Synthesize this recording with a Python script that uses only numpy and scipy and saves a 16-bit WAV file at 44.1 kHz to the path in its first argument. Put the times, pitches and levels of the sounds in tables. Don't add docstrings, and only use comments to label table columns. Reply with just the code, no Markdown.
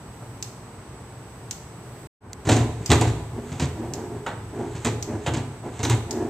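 import sys
import numpy as np
from scipy import signal
from scipy.fft import rfft, irfft, next_fast_len
from scipy.io import wavfile

SR = 44100
rng = np.random.default_rng(int(sys.argv[2]) if len(sys.argv) > 2 else 0)


def bounce(signal):
    frames = np.transpose(np.atleast_2d(signal))
    limited = np.clip(frames, -1, 1)
    pcm = np.round(limited * 32767).astype(np.int16)
    wavfile.write(sys.argv[1], SR, pcm)


N = 277389
TIME = np.arange(N) / SR
RING = np.arange(SR) / SR

# frequency in Hz, gain in dB.
TRAFFIC_EQ = [(12, -69), (20, -38), (56, -5), (87, -7), (120, 0.5), (149, -10.5), (182, -8.5), (221, -12),
              (450, -12.5), (508, -18.5), (893, -17), (1110, -20.5), (3520, -37), (7000, -42), (9100, -71),
              (15400, -120)]
HISS_EQ = [(3000, -25), (6500, 2), (9000, 2.5), (12000, -4), (14500, -25), (16000, -38)]
WIDTH_EQ = [(100, -29.5), (300, -19), (700, -10.5), (1500, -6), (3000, -0.5), (8000, 1.5)]
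SPARK_EQ = [(600, -49), (1500, -16), (2100, -5.5), (3200, -6.5), (4500, 0.5), (6300, 6), (7600, 6.5),
            (9000, -12), (10500, -18.5), (13000, -12.5), (16000, -22)]
SCUFF_EQ = [(200, -4.5), (430, 2.5), (950, -2), (1130, -7), (1450, -3), (2000, -7), (3500, -38),
            (8000, -79.5)]
BARK_EQ = [(1200, -21), (2100, -12), (2650, 0), (3700, -3), (4400, -9), (5200, -16), (7200, -7),
           (9000, -20), (15000, -38)]
GROUND_EQ = [(22, -12), (32, -9), (45, -15), (62, 2), (75, -3), (110, -21), (300, -70)]
SOIL_EQ = [(60, -7.5), (90, -0.5), (140, 1.5), (300, -1), (700, -3)]
PAD_EQ = [(100, 4), (200, -11.5), (290, 3.5), (420, 6), (520, -4.5), (700, -5.5), (950, -5), (1200, -17),
          (1650, -15.5), (2500, -26), (5000, -37.5), (7000, -31), (12000, -52)]
CLATTER_EQ = [(120, -73.5), (230, 7.5), (420, 1), (540, -4.5), (750, -2.5), (1020, -4), (1250, -20.5),
              (2000, -29), (4000, -54)]
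CRACK_EQ = [(500, -10.5), (1200, 1.5), (2300, 0.5), (3100, -3.5), (3800, -1.5), (5000, -8), (8000, -23),
            (16000, -59)]
CLAW_EQ = [(2500, -4.5), (5000, -8), (6300, 2.5), (7700, 4.5), (8800, -6.5), (10200, -22.5), (12000, -17.5),
           (15000, -60)]
SNAP_EQ = [(700, -15), (2500, 5), (4200, 3), (5500, -12.5), (8000, -7), (10500, -13), (15000, -23)]
RADIATION_EQ = [(30, -25.5), (45, -7), (62, -9), (80, 1), (110, 0)]

# pitch in Hz, level before panning in dB.
MOTOR_TONES = [(7882, -63), (8280, -66)]
# start in seconds, relative level in dB, pan to the left in dB,
# scatter against the snap in dB.
FENCE_SPARKS = [(0.4262, -10, 1, 2.5), (1.5105, -8.5, 1.5, 1.5), (2.8599, -18, 2.5, 13.5),
                (3.937, -11, 1.5, 0.5), (5.026, -17.5, 2.5, 11), (6.109, -13.5, 2.5, 8.5)]
# start in seconds, then relative
# levels of wood and bark in dB.
LOG_KNOCKS = [(0.221, -34, -82), (4.263, -17, -33.5), (4.274, -18.5, -44), (4.312, -27.5, -49),
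              (5.262, -16, -26.5), (5.273, -19, -52)]
# pitch in Hz, relative level in dB, 60 dB decay time in seconds.
LOG_MODES = [(445, -10, 0.22), (594, 3.5, 0.12), (710, -9, 0.062), (746, 7.5, 0.07), (800, 2, 0.059),
             (856, 4.5, 0.087), (926, 7, 0.073), (990, -5, 0.057), (1284, 4, 0.041), (1383, 1, 0.061),
             (1532, -1, 0.094), (1770, -6.5, .06), (1900, -5, .05)]
# pitch in Hz, relative level in dB, undamped decay time in seconds.
BARREL_MODES = [(65.4, -32.5, 0.15), (83.4, -4.5, 1), (92, -0.5, 0.44), (112.8, 7, 0.58), (136.3, 1, 0.71),
                (155, -9, 0.38), (231.7, 1, 0.24), (236, -1.5, 0.38), (274.3, 0.5, 0.4),
                (306.4, -0.5, 0.46), (336.3, -2, 0.62), (393.5, -4, 0.48), (421, -5.5, 0.96),
                (444.8, -0.5, 0.53), (591.4, -9, 0.29), (709, 0, 0.21), (772, -8, 0.24), (870, -8, 0.39),
                (979.6, -3, 0.29), (1012, -4, 0.16), (1163, -21, .3), (1160, -23, 0.16)]
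# start in seconds, length in seconds, relative level in dB.
PAD_STROKES = [(3.36, 0.056, -31), (3.753, 0.15, -29.5), (3.903, 0.18, -30), (4.093, 0.11, -32),
               (4.528, 0.16, -27), (5.068, 0.11, -26), (5.632, 0.078, -27.5), (6.081, 0.23, -26.5)]
# start in seconds, pitch in Hz, 60 dB decay time in seconds,
# relative level in dB.
CLAW_SQUEAKS = [(2.562, 6350, 0.036, -31.5), (3.011, 7000, 0.017, -31), (4.846, 7240, 0.032, -29.5),
                (5.338, 7400, 0.051, -44), (5.833, 6170, 0.18, -28.5), (5.85, 3720, 0.018, -28.5),
                (5.898, 7300, 0.0091, -30.5)]
# start in seconds, then force on
# the shell, boom and hardness of the contact, all in relative dB.
BARREL_BLOWS = [(2.452, -24, -37, -13), (2.47, -14.5, -16.5, -15.5), (2.489, -5.5, -24, -13),
                (2.516, -10, -13, -10), (2.566, -14.5, -30, -12), (2.603, -17.5, -15, -17),
                (2.893, -19, -13.5, -13), (2.902, -7.5, -15.5, -11.5), (2.915, -5, -10, -9),
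                (3.01, -8.5, -15.5, -16), (3.07, -18, -14.5, -14), (3.518, -24, -24, -14),
                (3.597, -18, -24, -8.5), (3.621, -20.5, -15, -9.5), (4.749, -28.5, -27.5, -11),
                (4.847, -14.5, -24.5, -9), (4.864, -13, -20.5, -18), (5.275, -21, -18.5, -32),
                (5.336, -18, -26, -11), (5.366, -18.5, -21.5, -15.5), (5.792, -21, -25, -13.5),
                (5.83, -16.5, -19, -9.5), (5.848, -16.5, -32, -11), (5.897, -14.5, -16, -8.5),
                (5.906, -15.5, -13.5, -15.5)]

# frequency in Hz, left minus right in dB.
MIC_BALANCE = [(60, 0.0), (110, 0.0), (200, 0.0), (380, -0.5), (700, -1.0), (1290, -0.5), (2380, -3),
               (4400, 0.5), (8120, -5.5), (15000, 6)]
# frequency in Hz, lead in radians.
MIC_LEAD = [(0, 0), (2410, -0.1), (3620, 0.74), (4650, 0), (5940, 0.5), (6800, 0.3), (7490, 0.65),
            (8440, 0.5), (10200, 1.5), (11200, 0.4), (12200, 0.5), (12600, 1.5), (14400, -0.3),
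            (16100, -0.0)]
# time in seconds, bass gain, treble gain.
DROPOUT_FADES = [(2.071, 1, 1), (2.073, 0, 0), (2.205, 0, 0), (2.25, .85, .3), (2.35, 1, .65), (2.47, 1, 1)]

LEAN_S = 2.45


def undb(db):
    return 10 ** (np.asarray(db) / 20)


def unit(x):
    return x / np.sqrt(np.mean(x ** 2))


def unit_hit(x):
    return x / np.sqrt(np.mean(x[:1024] ** 2))


def rise(seconds):
    return 1 - np.exp(-RING / seconds)


def fade(t60):
    return np.exp(-np.log(1000) * RING / t60)


def pan(left_db):
    return undb(np.array([[left_db], [-left_db]]) / 2)


def add(track, start_s, x):
    start = int(start_s * SR)
    n = min(x.shape[-1], N - start)
    track[..., start:start + n] += x[..., :n]


def gains(curve, n):
    hz, db = np.transpose(curve)
    return undb(np.interp(np.log(np.arange(n // 2 + 1) * SR / n + 1), np.log(hz), db))


def colour(x, curve):
    n = next_fast_len(len(x), real=True)
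    cepstrum = irfft(np.log(gains(curve, n)), n)
    cepstrum[1:n // 2] *= 2
    cepstrum[n // 2:] = 0
    return irfft(rfft(x, n) * np.exp(rfft(cepstrum)), n)[:len(x)]


def grains(n, rate, spread_db):
    impacts = (rng.random(n) < rate / SR) * rng.standard_normal(n)
    return impacts * undb(spread_db * rng.standard_normal(n))


def burst(t60, curve):
    return colour(rng.standard_normal(SR) * fade(t60), curve)


def drift(rate):
    return np.interp(TIME * rate, np.arange(N), rng.standard_normal(N))


def diffuse(n, curve):
    mid, side = (colour(rng.standard_normal(n), curve) for _ in range(2))
    return unit(mid + np.outer([1, -1], colour(side, WIDTH_EQ)))


def town():
    drone = diffuse(N, [(60, -36), (100, -9), (120, 4), (150, -2), (220, -38)])
    traffic = diffuse(N, TRAFFIC_EQ) * undb(-41 + 0.24 * drift(4.3))
    return traffic + drone * undb(-51.5 + 2 * drift(3.48)) + undb(-63) * diffuse(N, HISS_EQ)


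def motor_whine(turns_hz=30):
    wobble = 1.3 * np.sin(2 * np.pi * turns_hz * TIME)
    tones = sum(undb(db) * np.sqrt(2) * np.sin(2 * np.pi * (hz * TIME + rng.random()) + wobble)
                for hz, db in MOTOR_TONES)
    hiss = diffuse(N, [(6000, -66), (7500, -15), (7850, -4), (8300, -10), (8600, -9.5), (10000, -62)])
    return pan(-7.5) * (tones + undb(-62.5) * hiss)


def tick(start_s=2.3313):
    out = np.zeros(N)
    click = colour(rng.standard_normal(SR) * rise(0.001) * fade(0.008), SPARK_EQ)
    add(out, start_s, undb(-36.5) * unit_hit(click))
    return out


def fence():
    snap = unit_hit(colour(signal.unit_impulse(SR), SPARK_EQ))
    out = np.zeros((2, N))
    for start_s, db, pan_db, scatter_db in FENCE_SPARKS:
        scatter = np.array([unit_hit(burst(0.041, SPARK_EQ)) for _ in range(2)])
        add(out, start_s, undb(db - 27.5) * pan(pan_db) * (snap + undb(scatter_db) * scatter))
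    return out


def log_knocks():
    out = np.zeros(N)
    hz, db, t60 = np.transpose(LOG_MODES)[:, :, None]
    for start_s, wood_db, bark_db in LOG_KNOCKS:
        modes = undb(db) * np.sin(2 * np.pi * (hz * RING + rng.random(hz.shape))) * fade(t60)
        scuff = burst(0.19, SCUFF_EQ)
        wood = unit_hit((unit_hit(modes.sum(0)) + unit_hit(scuff)) * rise(0.0017))
        crackle = grains(SR, rate=9000, spread_db=0.5) * rise(0.00067) * fade(0.16)
        bark = unit_hit(colour(crackle, BARK_EQ))
        add(out, start_s, undb(wood_db - 12) * wood + undb(bark_db - 5.5) * bark)
    return out


def barrel_modes(scatter_db, damping, cavity_top_hz=200):
    hz, db, t60 = np.transpose(BARREL_MODES)
    in_cavity = hz < cavity_top_hz
    weight, detune, polarity = rng.standard_normal((3, len(hz)))
    size = undb(db + scatter_db * weight) * np.where(in_cavity, 1, np.sign(polarity))
    pole = 2j * np.pi * hz * (1 + 0.013 * detune) - np.log(1000) * damping / t60
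    modes = size[:, None] * np.exp(pole[:, None] * RING).imag
    return modes[in_cavity].sum(0), modes[~in_cavity].sum(0)


def motion_energy(lag_s, t60):
    energy = np.zeros(N)
    for start_s, force_db, *_ in BARREL_BLOWS:
        add(energy, start_s + lag_s, (undb(force_db) * rise(0.035) * fade(t60)) ** 2)
    return energy


def stroke_effort():
    effort = np.zeros(N)
    for start_s, length_s, db in PAD_STROKES:
        arch = np.sin(np.pi * RING[RING < length_s] / length_s) ** 0.54
        add(effort, start_s, undb(db) * arch)
    return effort


def sway():
    leaning = undb(-40.5) * (TIME > LEAN_S)
    dragged = undb(-10) * stroke_effort()
    jolted = undb(-17) * np.sqrt(motion_energy(lag_s=0, t60=0.79))
    return np.sqrt(leaning ** 2 + dragged ** 2 + jolted ** 2)


def barrel_rolling():
    rumble = unit(colour(rng.standard_normal(N), GROUND_EQ))
    return undb(-26.5) * rumble * np.sqrt(motion_energy(lag_s=0.11, t60=0.75))


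def barrel_rocking(crunch_lead_s=0.015, crunch_width_s=0.05):
    boom, ring = barrel_modes(scatter_db=1, damping=3.3)
    bumps = colour(grains(N, rate=270, spread_db=4), SOIL_EQ)
    rumble = unit(signal.fftconvolve(bumps, unit(boom) + undb(-9.5) * unit(ring))[:N])
    grit = grains(N, rate=9000, spread_db=2)
    crunch = unit(unit(colour(grit, CRACK_EQ)) + undb(1.5) * unit(colour(grit, CLAW_EQ)))
    swells = sum(np.exp(-((TIME - start_s + crunch_lead_s) / crunch_width_s) ** 2)
                 for start_s, *_ in BARREL_BLOWS)
    shifting = np.sqrt(swells) * (TIME > LEAN_S)
    return (rumble + undb(-25) * crunch) * sway() + undb(-52.5) * crunch * shifting


def pad_rubs():
    slips = grains(N, rate=6000, spread_db=1)
    _, ring = barrel_modes(scatter_db=1.5, damping=2.2)
    driven = signal.fftconvolve(slips, ring)[:N]
    groan = unit(colour(driven, [(450, 0.5), (1000, -3.5)]))
    friction = unit(colour(slips, PAD_EQ))
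    return undb(-2) * unit(friction + undb(-0.5) * groan) * stroke_effort()


def claw_squeaks():
    out = np.zeros(N)
    for start_s, hz, t60, db in CLAW_SQUEAKS:
        slips = grains(SR, rate=4000, spread_db=0) * fade(t60) * rise(0.00041)
        squeak = signal.lfilter(*signal.iirpeak(hz, Q=12, fs=SR), slips)
        add(out, start_s, undb(db - 4) * unit_hit(squeak))
    return out


def clicks(attack, curve, spread_db, t60, tail_db):
    envelope = attack * (fade(t60) + undb(tail_db) * fade(0.18))
    return unit_hit(colour(grains(SR, rate=8000, spread_db=spread_db) * envelope, curve))


def barrel_blows(medium_contact_s=0.0031, medium_edge_db=-26):
    out = np.zeros(N)
    for start_s, force_db, boom_db, hardness_db in BARREL_BLOWS:
        edge_db = force_db + hardness_db
        contact_s = medium_contact_s * undb(medium_edge_db - edge_db) ** 0.4
        attack = rise(contact_s)
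        boom, ring = barrel_modes(scatter_db=4.5, damping=2.08)
        boom = unit_hit(boom * rise(0.0084) * (1 + fade(0.098)))
        clatter = burst(0.27, CLATTER_EQ)
        shell = unit_hit((unit_hit(ring) + undb(2) * unit_hit(clatter)) * attack)
        crack = clicks(attack, CRACK_EQ, spread_db=4, t60=0.0067, tail_db=-10)
        claw = clicks(attack, CLAW_EQ, spread_db=6.5, t60=0.0068, tail_db=-18.5)
        snap = unit_hit(burst(0.013, SNAP_EQ))
        body = undb(boom_db - 5) * boom + undb(force_db - 12.5) * shell
        edge = undb(edge_db - 7.5) * crack + undb(edge_db - 9.5) * claw
        add(out, start_s, body + edge)
        add(out, start_s + contact_s, undb(1.73 * edge_db - 1) * snap)
    return out


def enclosure(x, wet_db, t60, wall_db, wall_s):
    echo_eq = [(110, -9), (300, 5), (3000, -2), (8000, -7.5), (11000, 3.5), (15000, -5)]
    tail = diffuse(SR, echo_eq) * fade(t60) * rise(0.0052)
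    slap = np.roll(diffuse(SR, echo_eq) * fade(0.025), int(wall_s * SR), axis=1)
    response = (undb(wet_db) * unit(tail) + undb(wall_db) * unit(slap)) / np.sqrt(SR)
    return x + signal.fftconvolve(np.atleast_2d(x), response, axes=1)[:, :N]


def mic_pair(x):
    hz, radians = np.transpose(MIC_LEAD)
    lead = np.interp(np.arange(N // 2 + 1) * SR / N, hz, radians)
    half = np.array([[0.5], [-0.5]])
    return irfft(rfft(x) * gains(MIC_BALANCE, N) ** half * np.exp(1j * lead * half), N)


def scene():
    barrel = colour(barrel_blows() + pad_rubs() + barrel_rocking(), RADIATION_EQ)
    lion = barrel + claw_squeaks() + log_knocks()
    lion = enclosure(lion, wet_db=-6.5, t60=0.68, wall_db=-19.5, wall_s=0.018)
    sparks = enclosure(fence(), wet_db=-4.5, t60=0.53, wall_db=-10.5, wall_s=0.016)
    return mic_pair(lion + sparks + tick()) + town() + motor_whine() + barrel_rolling()


def record(dry, low_cut_hz=38, crossover_hz=2000, top_hz=15300):
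    pair = signal.sosfilt(signal.butter(2, low_cut_hz, "high", fs=SR, output="sos"), dry)
    times, *fades = np.transpose(DROPOUT_FADES)
    bass_gain, treble_gain = (np.interp(TIME, times, gain) for gain in fades)
    bass = signal.sosfiltfilt(signal.butter(2, crossover_hz, fs=SR, output="sos"), pair)
    faded = bass * bass_gain + (pair - bass) * treble_gain
    high_cut = signal.ellip(8, 0.2, 70, top_hz, fs=SR, output="sos")
    return signal.sosfilt(high_cut, np.clip(faded, -1, 1))


dry = scene()
out = record(dry)
bounce(out)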